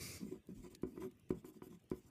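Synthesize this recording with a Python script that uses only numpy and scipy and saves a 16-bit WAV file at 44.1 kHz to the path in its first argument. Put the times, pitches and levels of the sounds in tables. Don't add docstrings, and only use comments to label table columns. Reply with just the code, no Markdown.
import sys
import numpy as np
from scipy import signal
from scipy.fft import rfft, irfft, next_fast_len
from scipy.io import wavfile
from scipy.ndimage import uniform_filter1d

SR = 44100
rng = np.random.default_rng(int(sys.argv[2]) if len(sys.argv) > 2 else 0)


def makeup_ratio(level_db):
    decades = np.asarray(level_db, float) / 20
    return 10 ** decades


def dump_mix(stems):
    frames = np.atleast_2d(stems).T
    limited = np.clip(frames, -1, 1)
    pcm = np.round(limited * 32767).astype(np.int16)
    wavfile.write(sys.argv[1], SR, pcm)


N = 92962
PATCHY_DB = 4.5


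def evened(x):
    return x / np.sqrt(np.mean(x ** 2) + 1e-20)


def smoothed(x, bins, frames):
    return uniform_filter1d(uniform_filter1d(x, size=bins, axis=0), size=frames, axis=1)


def coloured(x, points, tilt_db=0):
    size = next_fast_len(len(x) + 512)
    hz = np.fft.rfftfreq(size, 1 / SR) + 1
    f, db = np.transpose(points)
    gain_db = np.interp(np.log(hz), np.log(f), db) + tilt_db * np.log2(hz / 6e3)
    return irfft(rfft(x, size) * makeup_ratio(gain_db), size)[:len(x)]


def resonate(x, hz, width_hz):
    r = np.exp(-np.pi * width_hz / SR)
    return 2 * signal.lfilter([1 - r], [1, -r * np.exp(2j * np.pi * hz / SR)], x).real


def resonate_twice(x, hz, width_hz):
    return resonate(resonate(x, hz, width_hz), hz, 2 * width_hz)


def ring(modes):
    t = np.arange(SR // 3) / SR
    return sum(makeup_ratio(db - 60 * t / t60) * np.sin(2 * np.pi * hz * t) for hz, db, t60 in modes)


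def arch(start, length, rise, fall):
    u = (np.arange(N) / SR - start) / length
    return np.sin(np.pi / 2 * np.clip(np.minimum(u / rise, (1 - u) / fall), 0, 1)) ** 2


def patchy(x, depth_db):
    z = signal.stft(x, nperseg=512, noverlap=384)[2]
    patches = evened(smoothed(rng.standard_normal(z.shape), 2, 18))
    return signal.istft(z * makeup_ratio(depth_db * patches), nperseg=512, noverlap=384)[1][:N]


def grit():
    clicks_per_s, spread_db = 6600, 4.5
    size = makeup_ratio(spread_db * np.minimum(rng.exponential(1, N), 2.5))
    return evened(size * rng.choice([-1, 1], N) * (rng.random(N) < clicks_per_s / SR))


# start t/s, length t/s, scratch level/dB,
# brightness/(dB per octave), squeak level/dB
PEN_STROKES = [(0.181, 0.076, -71.5, 6, 0), (0.229, 0.13, -72.5, 7, -11), (0.303, 0.1, -78, 4.5, 0),
               (0.473, 0.08, -80, 7.5, 1.5), (0.531, 0.13, -75, 7, -3), (0.622, 0.081, -71.5, 5.5, -17),
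               (0.694, 0.052, -71.5, 7, -23), (0.737, 0.039, -77.5, 4, -13), (0.849, 0.12, -78.5, 8.5, 0),
               (0.941, 0.073, -78, 5.5, 2), (0.993, 0.074, -69, 4, 6.5), (1.032, 0.06, -76.5, 1.5, 11),
               (1.285, 0.059, -72.5, 0.5, -4), (1.335, 0.095, -77.5, 7, -3), (1.437, 0.09, -72, 6.5, 8.5),
               (1.519, 0.084, -76.5, 9, -8), (1.617, 0.08, -73.5, 6, 8.5), (1.685, 0.1, -76, 5, -1),
               (1.793, 0.012, -79.5, 4.5, -13), (1.91, 0.05, -76.5, 0.5, 3), (1.94, 0.076, -73, 10, -2),
               (1.998, 0.084, -80.5, 4, -4), (2.058, 0.045, -76.5, 10, 2.5)]
# f/Hz, width f/Hz, level/dB
SCRATCH_RESONANCES = [(2033, 630, 10.5), (3364, 880, 1), (4660, 470, 3), (6320, 2400, -5.5),
                      (7290, 330, 5.5), (8090, 1070, -4.5), (11500, 1800, -15), (15500, 2400, -13)]


def strokes():
    rough, out = grit(), np.zeros(N)
    hiss = np.zeros(N)
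    for k, (hz, width_hz, db) in enumerate(SCRATCH_RESONANCES):
        hiss += (-1) ** k * makeup_ratio(db) * resonate_twice(rough, hz, width_hz)
    squeak = evened(resonate_twice(rough, 11900, 1000))
    flat = [(1, 0), (2e4, 0.0053)]
    for start, length, db, tilt_db, squeak_db in PEN_STROKES:
        tone = evened(coloured(evened(hiss), flat, tilt_db)) + makeup_ratio(squeak_db - 13) * squeak
        out += makeup_ratio(db) * arch(start, length, 0.25, 0.45) * tone
    return patchy(out, PATCHY_DB)


# f/Hz, level/dB, t60 t/s
BARREL_MODES = [(722, -13, 0.093), (1023, 1, 0.024), (1191, 0, 0.014), (1456, -17, 0.075),
                (1972, -10.5, 0.026), (2282, -11.5, 0.029), (2880, -47, 0.068), (3025, -22.5, 0.033),
                (3780, -37, 0.036), (4830, -23, 0.02)]


def barrel_ring():
    return ring(BARREL_MODES)


DESK_MODES_HZ = [49.6, 130.9, 177.5, 209.9, 258.4, 315.8, 367.1, 419.1, 469.5, 517.7, 587.7]
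# level/dB, t60 t/s
DESK_MODES_DECAY = [(-21, 0.78), (-5.5, 0.19), (1.5, 0.076), (-4, 0.12), (-0.5, 0.079), (-1, 0.072),
                    (3, 0.1), (-11, 0.12), (-11.5, 0.18), (-9.5, 0.054), (-9, 0.15)]


def desk_ring():
    return ring([(hz, *mode) for hz, mode in zip(DESK_MODES_HZ, DESK_MODES_DECAY)])


def desk():
    hollow_hz = 302.7
    x = resonate(resonate(desk_ring(), hollow_hz, 210), hollow_hz, 400)
    return x / abs(x).max()


# start t/s, length t/s,
# level/dB, favoured desk pitch f/Hz, barrel share level/dB
LEAD_DRAGS = [(0.191, 0.081, -49.5, 213, 1.5), (0.259, 0.06, -55.5, 221, 2.5),
              (0.307, 0.027, -45.5, 284, -4), (0.319, 0.067, -59, 213, 11), (0.478, 0.068, -54.5, 203, -2),
              (0.537, 0.13, -61.5, 212, 2), (0.54, 0.094, -64, 59, -25), (0.692, 0.059, -72, 69, -28),
              (0.625, 0.067, -56.5, 270, 11.5), (0.679, 0.1, -64, 283, 9), (0.85, 0.05, -51, 257, -3.5),
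              (0.889, 0.075, -58, 275, -7), (0.95, 0.044, -54.5, 292, 10.5),
              (0.988, 0.092, -50.5, 342, 11.5), (1.017, 0.078, -51, 226, 1), (1.076, 0.071, -68, 281, -15),
              (1.132, 0.088, -75, 262, -9), (1.327, 0.074, -56, 178, 3.5), (1.417, 0.13, -59.5, 300, 7.5),
              (1.539, 0.051, -61, 230, -5), (1.642, 0.055, -61, 297, 2), (1.679, 0.11, -59.5, 202, 3.5),
              (1.795, 0.036, -88.5, 60.4, -27), (1.938, 0.082, -62, 285, -1),
              (2.027, 0.1, -69.5, 277, 12.5)]


def drags():
    judder_db, barrel_rub_db, desk_width_hz = 0.5, -22.5, 92.3
    rise, fall = 0.23, 0.47
    judder = evened(uniform_filter1d(uniform_filter1d(rng.standard_normal(N), 300), 300))
    rough = rng.standard_normal(N) * makeup_ratio(judder_db * judder)
    low, high = np.zeros(N), np.zeros(N)
    for start, length, db, hz, barrel_db in LEAD_DRAGS:
        force = makeup_ratio(db) * arch(start, length, rise, fall) * rough
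        low += 3 * resonate_twice(force, hz, desk_width_hz)
        high += makeup_ratio(barrel_db + barrel_rub_db) * force * arch(start, length, 2 * rise, fall)
    body, barrel = desk_ring(), barrel_ring()
    in_desk = signal.oaconvolve(low, body / np.linalg.norm(body))
    in_barrel = signal.oaconvolve(high, barrel / np.linalg.norm(barrel))
    return (in_desk + in_barrel)[:N]


# t/s, knock level/dB, hardness level/dB
TIP_KNOCKS = [(0.2282, -40.5, -7), (0.262, -42, -2), (0.319, -54, -12), (0.321, -48.5, 8),
              (0.353, -44.5, -7), (0.486, -40, -4), (.641, -46.5, 9), (0.661, -44, 6), (0.733, -48, -6),
              (0.831, -26, 4), (0.973, -38, 11.5), (1.02, -42, 17), (1.038, -57, 14), (1.193, -68, -15),
              (1.3027, -22.5, 4), (1.443, -42, 13.5), (1.541, -61, 20.5), (1.563, -50, -9),
              (1.618, -39, 15.5), (1.664, -44.5, -5), (1.725, -48, 9), (1.9126, -26, 5.5)]


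def knocks():
    travel_s, blow_s = 0.00231, 0.0015
    sway_hz, sway_db, sway_peak_s = 63.2, -26.5, 0.019
    rattle_db, rattle_s, barrel_db = -13.5, 0.038, -24
    soft, hard, t = np.zeros(N), np.zeros(N), np.arange(SR // 3) / SR
    for s, db, hard_db in TIP_KNOCKS:
        at = round((s + travel_s) * SR)
        soft[at] = makeup_ratio(db)
        hard[at - 30] = makeup_ratio(db + hard_db + barrel_db)
    blow = np.sin(np.pi * np.clip(t[:300] / blow_s, 0, 1))
    swell = (t / sway_peak_s * np.exp(1 - t / sway_peak_s)) ** 2
    sway = makeup_ratio(sway_db) * swell * np.sin(2 * np.pi * sway_hz * t)
    thud = np.convolve(desk(), blow / blow.sum())[:len(t)] + sway
    rattle = signal.oaconvolve(hard, np.exp(-t / rattle_s))[:N]
    chatter = rattle * rng.standard_normal(N) * makeup_ratio(rattle_db - 24)
    barrel = barrel_ring() * np.minimum(t / 0.0013, 1)
    return signal.oaconvolve(soft, thud)[:N] - signal.oaconvolve(hard + chatter, barrel)[:N]


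# t/s, level/dB, brightness/(dB per octave), length t/s
LEAD_TICKS = [(0.471, -52, 4, 0.00071), (0.564, -73, 4, .001), (0.707, -64, 5, .001),
              (0.74, -46.5, -7, 0.002), (0.7506, -40.5, -4, 0.0015), (0.754, -57, -2, 0.003),
              (0.822, -54, 3, 0.0018), (0.831, -61, 3, 0.0045), (0.869, -62.5, 1, .001),
              (0.878, -66, 0, 0.00089), (1.015, -61, 2, .002), (1.0945, -66, 0, .0006),
              (1.113, -51, 17, 0.00068), (1.1135, -50, -7, 0.0035), (1.115, -52, 14, .0006),
              (1.154, -62, 5, 0.0006), (1.172, -57, 12, .0006), (1.197, -54.5, 9, 0.0021),
              (1.2, -61, -21, 0.0014), (1.205, -76, -4, 0.00069), (1.295, -41.5, 10.5, 0.0005),
              (1.309, -48.5, 1, 0.0012), (1.62, -60, -6.5, 0.0016), (1.71, -54, -6, 0.00072),
              (1.802, -70, -2, 0.0012), (1.823, -63, 14, 0.00063), (1.841, -56.5, 9.5, 0.00083),
              (1.9012, -50, 3, 0.0013), (1.91, -55, -1.5, 0.002), (1.918, -60, 3, 0.0027),
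              (1.964, -62, -2, 0.0014)]
# f/Hz, level/dB
TICK_COLOUR = [(1400, -32.5), (2330, -5), (2900, -21), (3600, -2), (5000, -4.5), (5600, -2.5), (9800, -5.5),
               (15300, -9)]


def ticks():
    out, t = np.zeros(N + 2000), np.arange(-100, 1900) / SR
    for s, db, tilt_db, length in LEAD_TICKS:
        decay_s = max(length, 3e-4)
        shape = np.exp(-np.maximum(t / decay_s, -2 * t / decay_s))
        crackle = evened(coloured(rng.standard_normal(2000), TICK_COLOUR, tilt_db))
        at = round(s * SR) - 100
        out[at:at + 2000] += makeup_ratio(db - 8) * shape * crackle
    return out[:N]


# t/s, level/dB, lower f/Hz, upper f/Hz, width f/Hz
SHEET_SNAP = (2.1035, -50.5, 2878, 4392, 376)


def snap():
    s, db, low_hz, high_hz, width_hz = SHEET_SNAP
    burst = rng.standard_normal(N) * arch(s, 0.006, 0.3, 0.5)
    low = resonate(resonate(burst, low_hz, width_hz), low_hz, width_hz)
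    high = resonate(resonate(burst, high_hz, width_hz), high_hz, width_hz)
    both = low + makeup_ratio(-5) * high
    return makeup_ratio(db) * both / abs(both).max()


# f/Hz, level/dB
HAND_HISS = [(410, -34), (700, -13), (1890, -7), (2290, -2), (3290, -7.5), (4660, 0.5), (7710, -5.5),
             (9480, -1.5), (15300, -11.5)]
# f/Hz, level/dB
HAND_RUMBLE = [(35, -22), (85, 5), (200, -3.5), (350, -4.5), (620, -14.5), (1000, -44)]
# f/Hz, width f/Hz, level/dB
SHEET_RESONANCES = [(1190, 130, 7.5), (2250, 440, 5.5), (4800, 160, 6), (5540, 300, -0.5), (6060, 250, 5),
                    (6950, 270, 8.5), (8350, 190, 4), (9270, 120, 6.5), (10640, 230, -9.5),
                    (12200, 880, -2), (14500, 760, -3)]


def slide():
    hiss_db, rumble_db = -49.5, -54
    top_s, end_s, stop_s = 0.033, 0.178, 0.008
    tail_s, tail_hz, tail_db = 0.035, 5400, -1
    t = np.arange(N) / SR
    skin, weight = rng.standard_normal((2, N))
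    sheet = sum(makeup_ratio(db) * resonate(skin, hz, width_hz) for hz, width_hz, db in SHEET_RESONANCES)
    hiss = evened(coloured(skin + sheet, HAND_HISS))
    rumble = evened(coloured(weight, HAND_RUMBLE))
    dull = coloured(hiss, [(tail_hz, 0), (2 * tail_hz, -14)])
    speed_db = np.interp(t, [0, top_s / 2, top_s, end_s], [-6, 0, 0, -6.5])
    after_s = np.maximum(t - end_s, 0)
    contact = np.exp(-after_s / stop_s)
    linger = makeup_ratio(tail_db) * (np.exp(-after_s / tail_s) - contact)
    hiss_level = makeup_ratio(hiss_db + speed_db)
    rumble_level = makeup_ratio(rumble_db + speed_db / 2)
    return hiss_level * linger * dull + contact * (hiss_level * hiss + rumble_level * rumble)


# f/Hz, level/dB
ROOM_COLOUR = [(20, -14), (107, 5), (400, -5), (560, -14), (937, -22), (2820, -21.5), (3600, -26),
               (4300, -30.5), (15300, -33.5)]
# f/Hz, width f/Hz, level/dB
ROOM_WHINES = [(2787, 53, -6), (3630, 58, -4)]


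def room():
    air = rng.standard_normal(N)
    whines = sum(makeup_ratio(db) * resonate(air, hz, width_hz) for hz, width_hz, db in ROOM_WHINES)
    return makeup_ratio(-71.5) * evened(coloured(air + whines, ROOM_COLOUR))


def gated(x):
    edge_hz, gap_share, quiet_db = 15330, 1.75, 5
    hz, _, z = signal.stft(x, SR, nperseg=1024, noverlap=768)
    hz = hz[:, None]
    level_db = 10 * np.log10(smoothed(abs(z) ** 2, 24, 4) + 1e-20)
    over_db = level_db - np.percentile(level_db, 10, axis=1, keepdims=True)
    chance = evened(smoothed(rng.standard_normal(z.shape), 3, 22))
    top_lean = 1 + 4 * np.clip((hz - 13.5e3) / 1.5e3, 0, 1)
    lean = np.clip(1 - over_db / quiet_db, 0, 1) * top_lean
    muted = (chance + 0.6 * lean > gap_share) & (hz > 3e3) | (hz > edge_hz)
    return signal.istft(z * ~muted, SR, nperseg=1024, noverlap=768)[1][:N]


# start t/s, length t/s, level/dB, low f/Hz, high f/Hz
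CHANNEL_SPLIT = (.027, .047, -66, 4100, 5300)


def split():
    start, length, db, low_hz, high_hz = CHANNEL_SPLIT
    band_pass = signal.butter(6, [low_hz, high_hz], "band", fs=SR, output="sos")
    band = evened(signal.sosfilt(band_pass, rng.standard_normal(N)))
    return np.outer([1, -1], makeup_ratio(db) * band * arch(start, length, 0.3, 0.3))


def scene():
    pencil = strokes() + drags() + knocks() + ticks()
    hand = patchy(slide(), 2)
    return np.tile(pencil + snap() + hand + patchy(room(), PATCHY_DB), (2, 1))


def top_cut(x):
    return signal.sosfilt(signal.butter(12, 15420, fs=SR, output="sos"), x)


def record(dry):
    bass_cut = signal.butter(2, 35, "high", fs=SR, output="sos")
    mix = gated(signal.sosfilt(bass_cut, dry[0])) + split()
    return top_cut(mix)


dry = scene()
out = record(dry)
dump_mix(out)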